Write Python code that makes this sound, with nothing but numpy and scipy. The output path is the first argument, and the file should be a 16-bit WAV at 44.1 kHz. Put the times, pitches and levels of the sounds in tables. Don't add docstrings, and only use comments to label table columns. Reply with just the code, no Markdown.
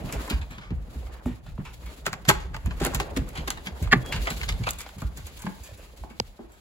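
import sys
import numpy as np
from scipy import signal
from scipy.fft import rfft, irfft, next_fast_len
from scipy.io import wavfile
from scipy.ndimage import uniform_filter1d

SR = 44100
rng = np.random.default_rng(int(sys.argv[2]) if len(sys.argv) > 2 else 0)


def boost(x):
    u = np.asarray(x, float) / 20
    return 10 ** u


def generate_wav(sig):
    pcm = np.round(np.clip(np.atleast_2d(sig).T, -1, 1) * 32767).astype(np.int16)
    wavfile.write(sys.argv[1], SR, pcm)


N = 291280
T = np.arange(N) / SR

# pitch_hz, correlation
PORT_CORRELATION = [(60, 0.94), (130, 0.65), (290, 0.98), (640, 0.35), (1410, -0.0016), (3100, -0.096),
                    (6820, 0.17), (15000, -0.19)]
# time_s, level_db
HALL_SEND = [(0, -18), (4.3, -15.5), (5.2, -11), (6.6, -3.5)]
# pitch_hz, t60_s
HALL_DECAY = [(100, 0.16), (500, 0.49), (2000, 0.43), (4000, 0.46), (8000, 0.031)]
# time_s, floor_rumble_db, shuffling_feet_db, fur_and_cloth_rustle_db
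STIR_LEVELS = [(0.0, -33, -39.5, -50), (0.22, -50, -37, -41), (0.64, -37.5, -56.5, -66.5),
               (0.97, -37, -47.5, -53), (1.27, -48, -48, -59), (1.49, -38, -58, -61),
               (1.93, -44.5, -48, -49), (2.319, -36.5, -50, -64.5), (2.63, -36, -49, -56.5),
               (2.9, -31.5, -36, -46.5), (3.58, -37.5, -46.5, -52), (3.919, -64, -41.5, -50),
               (4.17, -25.5, -40, -44.5), (4.341, -37.5, -45.5, -38.5), (4.54, -27, -44, -45.5),
               (4.778, -42, -51, -48.5), (4.98, -50, -53, -52.5), (5.24, -40, -51.5, -53),
               (5.53, -42.5, -53, -49.5), (6.6, -50.5, -56, -63)]
# pitch_hz, density_db
RUMBLE_SPECTRUM = [(12, -45.5), (20, 2.5), (43, 7.5), (65, 9.5), (82, -2), (172, -7.5), (300, -30),
                   (390, -36), (660, -120)]
SHUFFLE_SPECTRUM = [(100, -5.5), (200, 2), (500, 0), (1000, -6), (1600, -10.5), (2400, -15), (3500, -22.5),
                    (6000, -36.5)]
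RUSTLE_SPECTRUM = [(1000, -6.5), (2200, 6), (4000, 7), (6000, 1.5), (8000, -0.5), (11500, 0.5),
                   (14000, -11.5), (16500, 4.5)]
# start_s, level_db, ring_hz, t60_s
TREAD_EVENTS = [(0.147, -24, 50.5, 0.18), (0.326, -16, 53, 0.16), (0.41, -24.5, 56, 0.074),
                (0.72, -21.5, 58.2, 0.24), (0.956, -28.5, 60.1, 0.64), (1.039, -29.5, 51.5, 0.13),
                (1.253, -21.5, 58.7, 0.034), (1.831, -30, 49, 0.11), (2.089, -43, 49.5, 0.18),
                (2.199, -34, 44, 0.2), (2.278, -15.5, 110, 0.045), (2.33, -37, 50.5, 0.15),
                (2.442, -30.5, 57.7, 0.29), (2.53, -32, 40.7, 0.33), (2.64, -20.5, 58.7, 0.21),
                (2.803, -22.5, 49.5, 0.16), (2.878, -27, 43, 0.17), (2.949, -23.5, 52, 0.34),
                (3.181, -22, 65, 0.077), (3.376, -32, 67.6, 0.17), (3.498, -38, 53.6, 0.082),
                (3.708, -31, 63.6, 0.28), (3.816, -20, 75.6, 0.15), (3.856, -14, 52.7, 0.065),
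                (3.952, -19.5, 122.5, 0.2), (4.163, -19, 47.8, 0.18), (4.329, -32, 41.4, 0.22),
                (4.418, -23, 52.3, 0.075), (4.523, -19, 58.5, 0.21), (4.48, -38, 62.5, 0.11),
                (4.608, -22, 103.5, 0.12), (4.677, -30, 62.3, 0.052), (5.035, -20, 55, 0.2),
                (5.232, -33, 68.4, 0.17), (5.6, -35, 65, 0.08), (5.71, -39, 91, 0.17),
                (6.001, -31.5, 55, 0.13), (6.197, -35, 110, 0.1)]
# start_s, level_db, ring_hz
KNOCK_EVENTS = [(0.043, -23, 150.5), (0.135, -27, 134), (0.311, -22, 223), (0.509, -36.5, 187),
                (0.58, -33, 157), (0.711, -21, 164), (0.882, -40.5, 197), (0.96, -31.5, 162),
                (1.263, -20, 248.4), (1.288, -30.5, 237), (1.314, -28.5, 114), (1.479, -36, 151),
                (1.589, -21.5, 153.6), (1.622, -42, 165), (2.072, -29.5, 154), (2.13, -32.5, 147.6),
                (2.284, -15, 148.5), (2.505, -33.5, 121), (2.547, -31.5, 123), (2.661, -25, 123),
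                (2.674, -22, 155), (2.813, -22, 250), (2.822, -22, 167), (2.862, -22.5, 372),
                (2.949, -24.5, 138.6), (2.999, -27, 120), (3.171, -18.5, 256.6), (3.211, -24.5, 142.5),
                (3.384, -30.5, 166), (3.477, -28.5, 303), (3.67, -28.5, 178), (3.819, -18.5, 123),
                (3.93, -13.5, 233), (3.954, -22, 238.5), (4.143, -26.5, 145.3), (4.27, -41, 115),
                (4.312, -26, 174), (4.497, -32.5, 152), (4.602, -20, 129), (4.666, -30, 118),
                (4.968, -33, 133), (5.024, -23, 128), (5.184, -35, 124), (5.447, -24.5, 166),
                (5.471, -25, 207), (6.037, -40.5, 127), (6.107, -41, 236), (6.394, -36, 318.6)]
# start_s, level_db, top_hz, spread_ms
STRIKE_EVENTS = [(0.703, -42, 810, 4.1), (1.2568, -31, 1250, 5.8), (1.5769, -41, 1190, 7),
                 (2.658, -36, 1490, 4.7), (4.271, -42, 2100, 4.3), (4.668, -25.5, 1500, 4),
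                 (5.016, -37, 900, 4.66), (5.439, -55, 910, 7.3), (5.463, -31, 1180, 3.9),
                 (6.389, -42.5, 689, 6.8)]
# start_s, level_db, contact_hz
TAP_EVENTS = [(0.126, -34, 2200), (0.283, -29, 1000), (0.307, -23, 4370), (0.311, -31, 910),
              (0.877, -57, 900), (0.952, -52, 900), (1.15, -47, 950), (1.258, -46, 3000), (1.465, -44, 740),
              (1.579, -39, 940), (2.6605, -41, 1600), (3.572, -37, 900), (3.664, -29, 3000),
              (3.671, -24, 2810), (4.1245, -19, 2150), (4.257, -31, 2200), (4.272, -23, 2000),
              (4.304, -33, 2000), (4.4144, -19, 2310), (4.4907, -22, 4850), (4.493, -30, 2400),
              (4.524, -30, 3000), (4.68, -19, 1010), (4.69, -28, 3550), (4.7085, -19, 7600),
              (4.8638, -34, 775), (4.8913, -48, 900), (5.438, -38, 1000), (5.466, -28, 950),
              (5.598, -48, 750), (5.69, -42, 566), (5.712, -42, 560), (5.794, -43, 520), (5.936, -47, 476),
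              (6.037, -32, 755), (6.045, -41, 330)]
# start_s, level_db, contact_hz, treble_db, length_ms
CLAW_EVENTS = [(0.0897, -39, 1510, -10, 11), (0.1251, -31.5, 2200, 4, 16), (0.045, -41.5, 600, -11, 56),
               (0.165, -38, 900, -19, 20), (0.22, -39, 800, -13, 92), (0.2783, -39.5, 1340, 1, 5.7),
               (0.2997, -25.5, 2500, -3, 7.3), (0.306, -25.5, 1820, -9, 19),
               (0.415, -36.5, 2050, -27.5, 12), (0.5082, -37.5, 1450, -8.5, 31),
               (0.5816, -36.5, 1560, -21, 9.2), (0.612, -38.5, 1470, -26, 35), (0.705, -42, 1540, -23, 7),
               (1.259, -43, 1500, -2.5, 39), (1.4636, -44, 1530, -10.5, 19.5), (1.5783, -48, 990, -22, 5),
               (1.622, -61, 1800, -18, 3.6), (1.6516, -36.5, 1710, -10, 24), (1.065, -45, 1880, -9, 7.9),
               (1.108, -47, 1780, -28, 47), (1.86, -40.5, 2010, -4, 22), (2.5441, -28.5, 1210, -17, 6.6),
               (2.5651, -31.5, 1320, -7.5, 3.9), (2.6599, -35.5, 1570, -3, 10.7),
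               (2.7087, -33.5, 1400, -26, 10), (3.2899, -54.5, 1350, 17, 6), (3.3323, -52, 920, -2, 13),
               (3.355, -31, 1990, -12, 22), (3.375, -30, 2760, -9.5, 12), (3.5738, -33.5, 1280, -13, 7.1),
               (3.66, -34.5, 2500, -6.5, 9), (3.6696, -27, 2200, -14, 8.4), (3.825, -36.5, 2500, 1.5, 20),
               (3.8736, -36.5, 1000, -30, 4.4), (4.0617, -42.5, 2170, 5.5, 8.3),
               (4.124, -23, 2620, -8.5, 16.4), (4.136, -37, 2300, -20, 33), (4.161, -29.5, 2430, -15, 13),
               (4.257, -33, 2300, -20, 4), (4.2717, -19, 980, -22, 10.5), (4.3036, -25, 2080, -1.5, 11),
               (4.3839, -41, 2410, -26.5, 29), (4.4139, -31.5, 2720, -23, 6.1),
               (4.4328, -25.5, 3120, -21, 6.6), (4.4902, -20.5, 3680, -12, 6.5), (4.5236, -34, 2820, -3, 4),
               (4.637, -31, 3040, -21, 6.7), (4.6693, -20, 1370, -17, 8.6), (4.69, -23.5, 2680, -3, 2.8),
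               (4.7082, -40.5, 3500, 20.5, 3), (4.787, -36, 2300, 1.5, 24), (4.806, -35, 2400, 5, 5.3),
               (4.815, -43.5, 3000, 12, 8.7), (4.734, -44.5, 3000, 10, 3), (4.8633, -35.5, 1370, -26, 5.7),
               (4.8908, -39.5, 1690, -5, 2.6), (4.9841, -44, 2480, 2, 14), (5.0185, -33, 770, -6, 7.6),
               (5.1726, -39.5, 2200, 3.5, 20), (5.2679, -39.5, 2350, 5, 13.5), (5.3916, -43, 1750, 2, 34),
               (5.4206, -42, 2700, 7, 12), (5.443, -57, 700, -20, 8.1), (5.466, -29.5, 1060, -35, 4.4),
               (5.6361, -44.5, 2250, 7, 39), (5.7753, -49.5, 1914, 1, 52), (6.0377, -48, 867, -22, 8.3),
               (6.1, -45.5, 1690, -9, 13.5), (6.3924, -51, 504, -27, 31), (6.52, -53, 1370, 2.5, 42)]
# pitch_hz, level_db, t60_s
FLOORBOARD_MODES = [(620, -6, .03), (880, -3, .025), (1100, -2, .02), (1500, -3, .018), (2300, -2, .014),
                    (3100, -4, .012), (4300, -5, .01)]
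# pitch_hz, level_db, t60_s
CASE_MODES = [(92.6, 5, 0.14), (219, 3, 0.0403), (510, 2, 0.012), (885, 2.5, 0.0038), (3040, 0, 0.0014),
              (4760, 10.5, 0.0028)]
# time_s, pitch_hz, rms_db
SQUEAK_TRACK = [(4.02, 3320, -63), (4.035, 3335, -56), (4.056, 3325, -55), (4.075, 3300, -50),
                (4.12, 3330, -44.5), (4.128, 3330, -45)]
# start_s, level_db, contact_hz, treble_db, length_ms
BANG_EVENTS = [(3.914, -28.5, 1760, -28, 8.2), (3.921, -14.5, 2210, -32, 5), (3.9262, -7, 1830, -39, 1.9),
               (3.9295, -9, 1330, -35, 3), (3.933, -5.5, 1000, -39, 1.5), (3.944, -25.5, 1315, -34, 11)]
# pitch_hz, level_db, t60_s
STORM_MODES = [(425, -4, 0.03), (790, -4, 0.02), (1172, -3, 0.016), (1510, -6, 0.016), (1650, 0.5, 0.022),
               (1900, 1.5, .02), (2240, -12, 0.015), (2520, -14, 0.015), (3350, -9, 0.013),
               (4200, -8, 0.012)]
# start_s, level_db, contact_hz, treble_db, length_ms
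LOCK_EVENTS = [(2.057, -32, 1700, -17.5, 9.1), (2.0645, -19, 1520, -4.5, 6.4),
               (2.072, -28.5, 1300, -24, 7.7), (2.1305, -25, 2160, -7.5, 1.6),
               (2.137, -31, 1260, -10.5, 5.8), (2.402, -38.5, 2800, -21, 24),
               (2.2518, -34, 1750, -10.5, 12), (2.2865, -12, 2260, -27, 3), (2.2907, -5.5, 1630, -4, 3.2),
               (2.296, -9.5, 1200, -3.5, 7.1), (2.31, -24.5, 1100, -15, 9.7), (2.326, -33, 1010, -7, 30),
               (2.801, -26.5, 1880, -11.5, 28), (2.82, -30.5, 1300, -8, 28), (2.841, -27.5, 1500, -7, 8.7),
               (2.8494, -22, 1720, 2.5, 7.3), (2.859, -23, 1100, -21.5, 7.5), (2.866, -36.5, 1420, 12, 2.5),
               (2.9123, -34, 1120, -26.5, 33), (2.9337, -47, 1190, -22, 38), (2.947, -22, 3140, 2, 7.5),
               (2.9996, -19.5, 990, -10.5, 4.9), (3.006, -29.5, 2500, -5, 13.5),
               (3.1645, -27, 2060, -8, 9.6), (3.172, -28, 2570, -3.5, 4.7), (3.476, -30.5, 2500, -8, 4.3),
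               (3.48, -23, 1750, -9, 5.3), (3.5039, -23.5, 2700, 1, 8.5)]
# start_s, level_db, contact_hz
CLACK_EVENTS = [(2.0645, -29, 3600), (2.0668, -16.5, 1380), (2.069, -28, 387), (2.132, -33, 1350),
                (2.296, -7.5, 1550), (2.299, -11, 770), (2.309, -21.5, 400), (2.813, -21, 420),
                (2.826, -26, 800), (2.859, -24.5, 900), (2.872, -23, 600), (2.936, -24, 990),
                (2.948, -27, 4400), (3.0005, -21, 1070), (3.018, -29, 895), (3.1645, -29, 2000),
                (3.172, -25, 2880), (3.477, -25.5, 1100), (3.505, -27, 3600)]
# pitch_hz, level_db, t60_s
LOCKSET_MODES = [(390, 0.5, 0.05), (603, -10, 0.03), (799, 1, 0.05), (1061, -3, 0.025), (1320, 1, 0.05),
                 (1525, 1, 0.055), (1895, -2, .04), (2110, -7, 0.04), (2620, -9, .03), (3650, -12, .02),
                 (4350, -12, .015), (6940, -17, .008)]
# time_s, left_lag_behind_right_ms
DOGS_LAG = [(0.1, -0.01), (.4, -0.27), (1.26, 0.006), (2.5, -0.13), (3.4, -.3), (4.1, -0.0063),
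            (4.27, -0.28), (4.419, -0.16), (4.68, -0.316), (4.82, -0.03), (5.2, 0.18), (6.6, -0.26)]
LOCK_LAG = [(2, -0.116), (2.5, -0.2), (2.899, -0.093), (3.2, -0.4), (3.6, -0.25)]
STORM_DOOR_LAG = [(3.9, 0.09)]
# pitch_hz, gain_db
TREBLE_COLOUR = [(4800, 0.5), (5800, -2.5), (6800, 4), (8200, 1), (8500, -9.5), (9500, -19), (9800, 1),
                 (12600, 5), (13000, -20.5), (14300, -22), (14700, 5.5), (15800, 0), (16100, -28)]


def on_log(hz, points):
    f, v = np.transpose(points)
    return np.interp(np.log(hz + 1), np.log(f), v)


def unit(x):
    return x / np.sqrt(np.mean(x ** 2))


def add(out, sound, s):
    i = int(s * SR)
    out[:, i:i + sound.shape[-1]] += sound[..., :N - i]


def grains(size, spread_db):
    level_db = spread_db * np.minimum(rng.exponential(size=size), 4.5)
    return unit(rng.standard_normal(size) * boost(level_db))


def flicker(rate, depth_db):
    k = int(SR / rate)
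    steps = np.repeat(rng.standard_normal(N // k + 1), k)
    return boost(depth_db * unit(uniform_filter1d(steps, k)[:N]))


def body(hz, modes, ring, detune=1):
    f, db, t60 = np.transpose(modes)[:, :, None]
    damp = np.log(1000) / (2 * np.pi * t60 * f * detune)
    ratio = hz / (f * np.reshape(detune, (-1, 1)))
    resonance = 2j * damp * ratio / (1 - ratio ** 2 + 2j * damp * ratio)
    return 1 + ring * np.sum(boost(db) * resonance, axis=0)


def mistuned(count, spread):
    return 1 + spread * rng.standard_normal((count, 1))


def bending(hz, spread_ms):
    return np.exp(-2j * np.pi * spread_ms / 1000 * (2 * np.sqrt(1000 * hz) - hz / 2))


def port_lags(side, s):
    return np.interp(s, *np.transpose(side)) * np.array([[1], [-1]]) / 2


def delayed(hz, ms):
    return np.exp(-2j * np.pi * hz * ms / 1000)


def diffuse(points, spread_db, octaves=None):
    size = next_fast_len(N)
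    hz = np.fft.rfftfreq(size, 1 / SR)
    like = np.clip(on_log(hz, PORT_CORRELATION), -.9, .98)
    coloured = rfft(grains((2, size), spread_db)) * boost(on_log(hz, points))
    mid, side = coloured * np.sqrt([1 + like, 1 - like])
    power = 2 * np.mean(abs(mid) ** 2 + abs(side) ** 2) / size
    ports = np.array([mid + side, mid - side]) / np.sqrt(power)
    if octaves is None:
        return irfft(ports, size)[:, :N]
    bands = []
    for f in octaves:
        window = np.cos(np.pi / 2 * np.clip(np.log2((hz + 1) / f), -1, 1)) ** 2
        bands.append(irfft(ports * window, size)[:, :N])
    return bands


def after(events, under_db, lasts_s):
    events = np.array(events)
    age = np.maximum(T - events[:, :1], 0) / lasts_s
    swell = boost(events[:, 1:2] + under_db) * age * np.exp(1 - age)
    return np.sqrt(np.sum(swell ** 2, axis=0))


def hall(x):
    t = np.arange(SR // 2) / SR
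    tail = 0
    for hz in 90 * 2. ** np.arange(8):
        octave = signal.butter(2, [hz / np.sqrt(2), hz * np.sqrt(2)], "band", fs=SR, output="sos")
        band = signal.sosfilt(octave, grains((2, len(t)), 1.2))
        tail = tail + band * boost(-60 * t / on_log(hz, HALL_DECAY))
    tail = tail * (1 - np.exp(-(t / 0.00088) ** 2))
    tail = tail / np.sqrt(np.sum(tail ** 2) / 2)
    send = x.mean(axis=0) * boost(np.interp(T, *np.transpose(HALL_SEND)))
    return signal.fftconvolve(send[None], tail, axes=1)[:, :N]


def stir():
    s, *levels = np.transpose(STIR_LEVELS)
    rumble, shuffle, rustle = (boost(np.interp(T, s, c)) for c in levels)
    rumble = np.hypot(rumble, after(TREAD_EVENTS, under_db=-13.5, lasts_s=0.04))
    shuffle = np.hypot(shuffle, after(KNOCK_EVENTS, under_db=-22, lasts_s=0.012))
    scuff = flicker(37, 0.85)
    octaves = diffuse(SHUFFLE_SPECTRUM, 3.85, 170 * 2 ** np.arange(5))
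    feet = sum(flicker(45, 2.7) * band for band in octaves)
    boards = flicker(12, 2.5) * diffuse(RUMBLE_SPECTRUM, 0.)
    fur = flicker(60, 3.1) * diffuse(RUSTLE_SPECTRUM, 2.7)
    return rumble * boards + scuff * (shuffle * feet + rustle * fur)


def treads():
    out, t = np.zeros((2, N)), np.arange(SR // 2) / SR
    for s, db, hz, t60 in TREAD_EVENTS:
        shape = (1 - np.exp(-(t / 0.01) ** 2)) * boost(-60 * t / t60)
        cycles = hz * (t + 0.005 * (1 - np.exp(-t / 0.03)))
        wave = np.sin(2 * np.pi * cycles + [[.15], [-.15]])
        add(out, boost(db) * shape / shape.max() * wave * [[.88], [1.12]], s)
    return out


def knocks():
    out, t = np.zeros((2, N)), np.arange(SR // 5) / SR
    for s, db, hz in KNOCK_EVENTS:
        t60 = 0.14 * (150 / hz) ** 0.27
        chance = rng.uniform(-1.134, 1, (3, 5, 1))
        f = hz * np.array([[.78], [1], [1.3], [1.75], [2.4]]) * (1 + 0.089 * chance[0])
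        gain = boost(np.array([[-5], [0], [-4], [-7], [-11]]) + 3.2 * chance[1])
        phase = np.array([-1, 1])[:, None, None] * 0.24 * chance[2]
        modes = gain * np.sin(2 * np.pi * f * t + phase) * boost(-60 * t / t60 * f / hz)
        ring = np.sum(modes, axis=1)
        ring *= 1 - np.exp(-(t * hz / 0.45) ** 2)
        add(out, boost(db) * ring / abs(ring).max() * [[.92], [1.08]], s - .003)
    return out


def strikes():
    out, hz = np.zeros((2, N)), np.fft.rfftfreq(8192, 1 / SR)
    for s, db, top_hz, spread_ms in STRIKE_EVENTS:
        u, v = 1j * hz / top_hz, 1j * hz / 160
        push = (v / (1 + v)) ** 2 / (1 + 3.3 * u + u ** 2) ** 2
        push = push * body(hz, FLOORBOARD_MODES, 5.4, mistuned(len(FLOORBOARD_MODES), 0.099))
        lag_ms = port_lags(DOGS_LAG, s) + 4
        wave = irfft(push * bending(hz, spread_ms) * delayed(hz, lag_ms))
        add(out, boost(db) * wave / abs(wave).max(), s - .004)
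    return out


def single_blows(events, side, modes, ring, width, detune, size):
    out, hz = np.zeros((2, N)), np.fft.rfftfreq(size, 1 / SR)
    for s, db, centre in events:
        u = 1j * hz / centre
        push = (width * u / (1 + width * u + u ** 2)) ** 2
        push = push * body(hz, modes, ring, mistuned(len(modes), detune))
        wave = irfft(push * delayed(hz, port_lags(side, s) + 1))
        add(out, boost(db) * wave / abs(wave).max(), s - .001)
    return out


def rattles(events, side, modes, ring, width, unlike, spread_db, clump_db, detune,
            rise, halo_db, strike_db, spread_ms):
    out, size, early = np.zeros((2, N)), 6144, .012
    t, hz = np.arange(size) / SR - early, np.fft.rfftfreq(size, 1 / SR)
    for s, db, centre, treble_db, length_ms in events:
        span = np.maximum(t, 0) * 1000 / length_ms
        blow = (1 - np.exp(-span / rise)) * np.exp(-span ** 0.77) * np.clip((.12 - t) / 0.036, 0, 1)
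        blow += boost(halo_db) * np.exp(-abs(t) / 0.0069) * (t > .001 - early)
        tick = np.exp(-abs(t - .001) / .0012) * (t > .001)
        blow += boost(strike_db) * min(1, 12 / length_ms) * tick
        treble_fade = (0.22 + 1.0 * np.exp(-span / 0.3)) * np.where(t < 0, .35, 1)
        blow = blow * np.array([np.ones(size), treble_fade])
        shower = blow * boost(clump_db * np.repeat(rng.standard_normal(size // 64), 64))
        same, left, right = grains((3, 2, size), spread_db) * shower
        ports = np.array([same + unlike * left, same + unlike * right])
        power = np.mean(ports ** 2, axis=(0, 2), keepdims=True)
        ports = rfft(ports * np.sqrt(np.mean(blow[0] ** 2) / power))
        u, v = 1j * hz / centre, 1j * hz / 6000
        struck = body(hz, modes, ring, mistuned(len(modes), detune))
        low = struck * width * u / (1 + width * u + u ** 2) / (1 + v) ** 2
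        low = low / np.sqrt(np.mean(abs(low) ** 2))
        high = boost(treble_db) * unit(abs(struck)) * (v ** 2 / (1 + 1.026 * v + v ** 2)) ** 2
        high = high / (1 + (v / 1.43) + (v / 1.79) ** 2)
        sound = ports[:, 0] * low * bending(hz, spread_ms) + ports[:, 1] * high
        sound = sound * delayed(hz, port_lags(side, s))
        add(out, boost(db) * irfft(sound), s - early - .001)
    return out


def taps():
    return single_blows(TAP_EVENTS, DOGS_LAG, FLOORBOARD_MODES, ring=1.8, width=0.39, detune=0.026, size=1536)


def claws():
    return rattles(CLAW_EVENTS, DOGS_LAG, FLOORBOARD_MODES, ring=2.1, width=1.6, unlike=0.81,
                   spread_db=2.0, clump_db=1.0, detune=0.13, rise=0.42, halo_db=-13.5,
                   strike_db=-6.5, spread_ms=2.505)


def phone_tap():
    hz = np.fft.rfftfreq(8192, 1 / SR)
    lag_ms = 1 + np.array([[1], [-1]]) * 0.345 / 2
    thump = (body(hz, CASE_MODES[:4], 0.75) - 1) * delayed(hz, 1.94) / (1 + 1j * hz / 1200) ** 2
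    tick = (body(hz, CASE_MODES[3:], 0.92) - 1) / (1 + 1j * hz / 6500) ** 3
    tap = irfft((tick + boost(8.0) * thump) * delayed(hz, lag_ms))
    start_s, peak_db = 6.2, -3.5
    out = np.zeros((2, N))
    add(out, boost(peak_db) * tap / abs(tap).max(), start_s - .001)
    return out


def squeak():
    s, hz, db = np.transpose(SQUEAK_TRACK)
    gain = boost(np.interp(T, s, db, -120, -120)) * flicker(63, 1.6)
    phase = 2 * np.pi * np.cumsum(np.interp(T, s, hz)) / SR
    return np.sqrt(2) * gain * np.sin(phase)


def storm_door_bang():
    return rattles(BANG_EVENTS, STORM_DOOR_LAG, STORM_MODES, ring=10.0, width=1.9, unlike=0.34,
                   spread_db=2.0, clump_db=-4.0, detune=0.042, rise=0.84, halo_db=-15.5,
                   strike_db=1.5, spread_ms=3.565)


def lock_rattle():
    return rattles(LOCK_EVENTS, LOCK_LAG, LOCKSET_MODES, ring=1.5, width=3.15, unlike=1.0,
                   spread_db=2.0, clump_db=-3.0, detune=0.042, rise=0.54, halo_db=-18.5,
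                   strike_db=0.5, spread_ms=3.502)


def lock_clacks():
    return single_blows(CLACK_EVENTS, LOCK_LAG, LOCKSET_MODES, ring=7.3, width=.6, detune=0.023, size=3072)


def scene():
    inside = knocks() + strikes() + taps() + claws() + lock_rattle() + lock_clacks()
    outside = squeak() + storm_door_bang()
    echo = hall(inside + boost(-14) * outside)
    return stir() + echo + treads() + phone_tap() + outside + inside


def band_limit(x):
    return signal.sosfilt(signal.butter(12, 16790, fs=SR, output="sos"), x)


def record(dry):
    x = signal.sosfilt(signal.butter(5, 37, "high", fs=SR, output="sos"), dry)
    size = next_fast_len(N)
    colour = boost(on_log(np.fft.rfftfreq(size, 1 / SR), TREBLE_COLOUR))
    x = irfft(rfft(x, size) * colour, size)[:, :N]
    x = .9 * np.tanh(x / .9)
    x = signal.sosfilt(signal.ellip(8, .2, 70, 16600, fs=SR, output="sos"), x)
    return band_limit(x)


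dry = scene()
out = record(dry)
generate_wav(out)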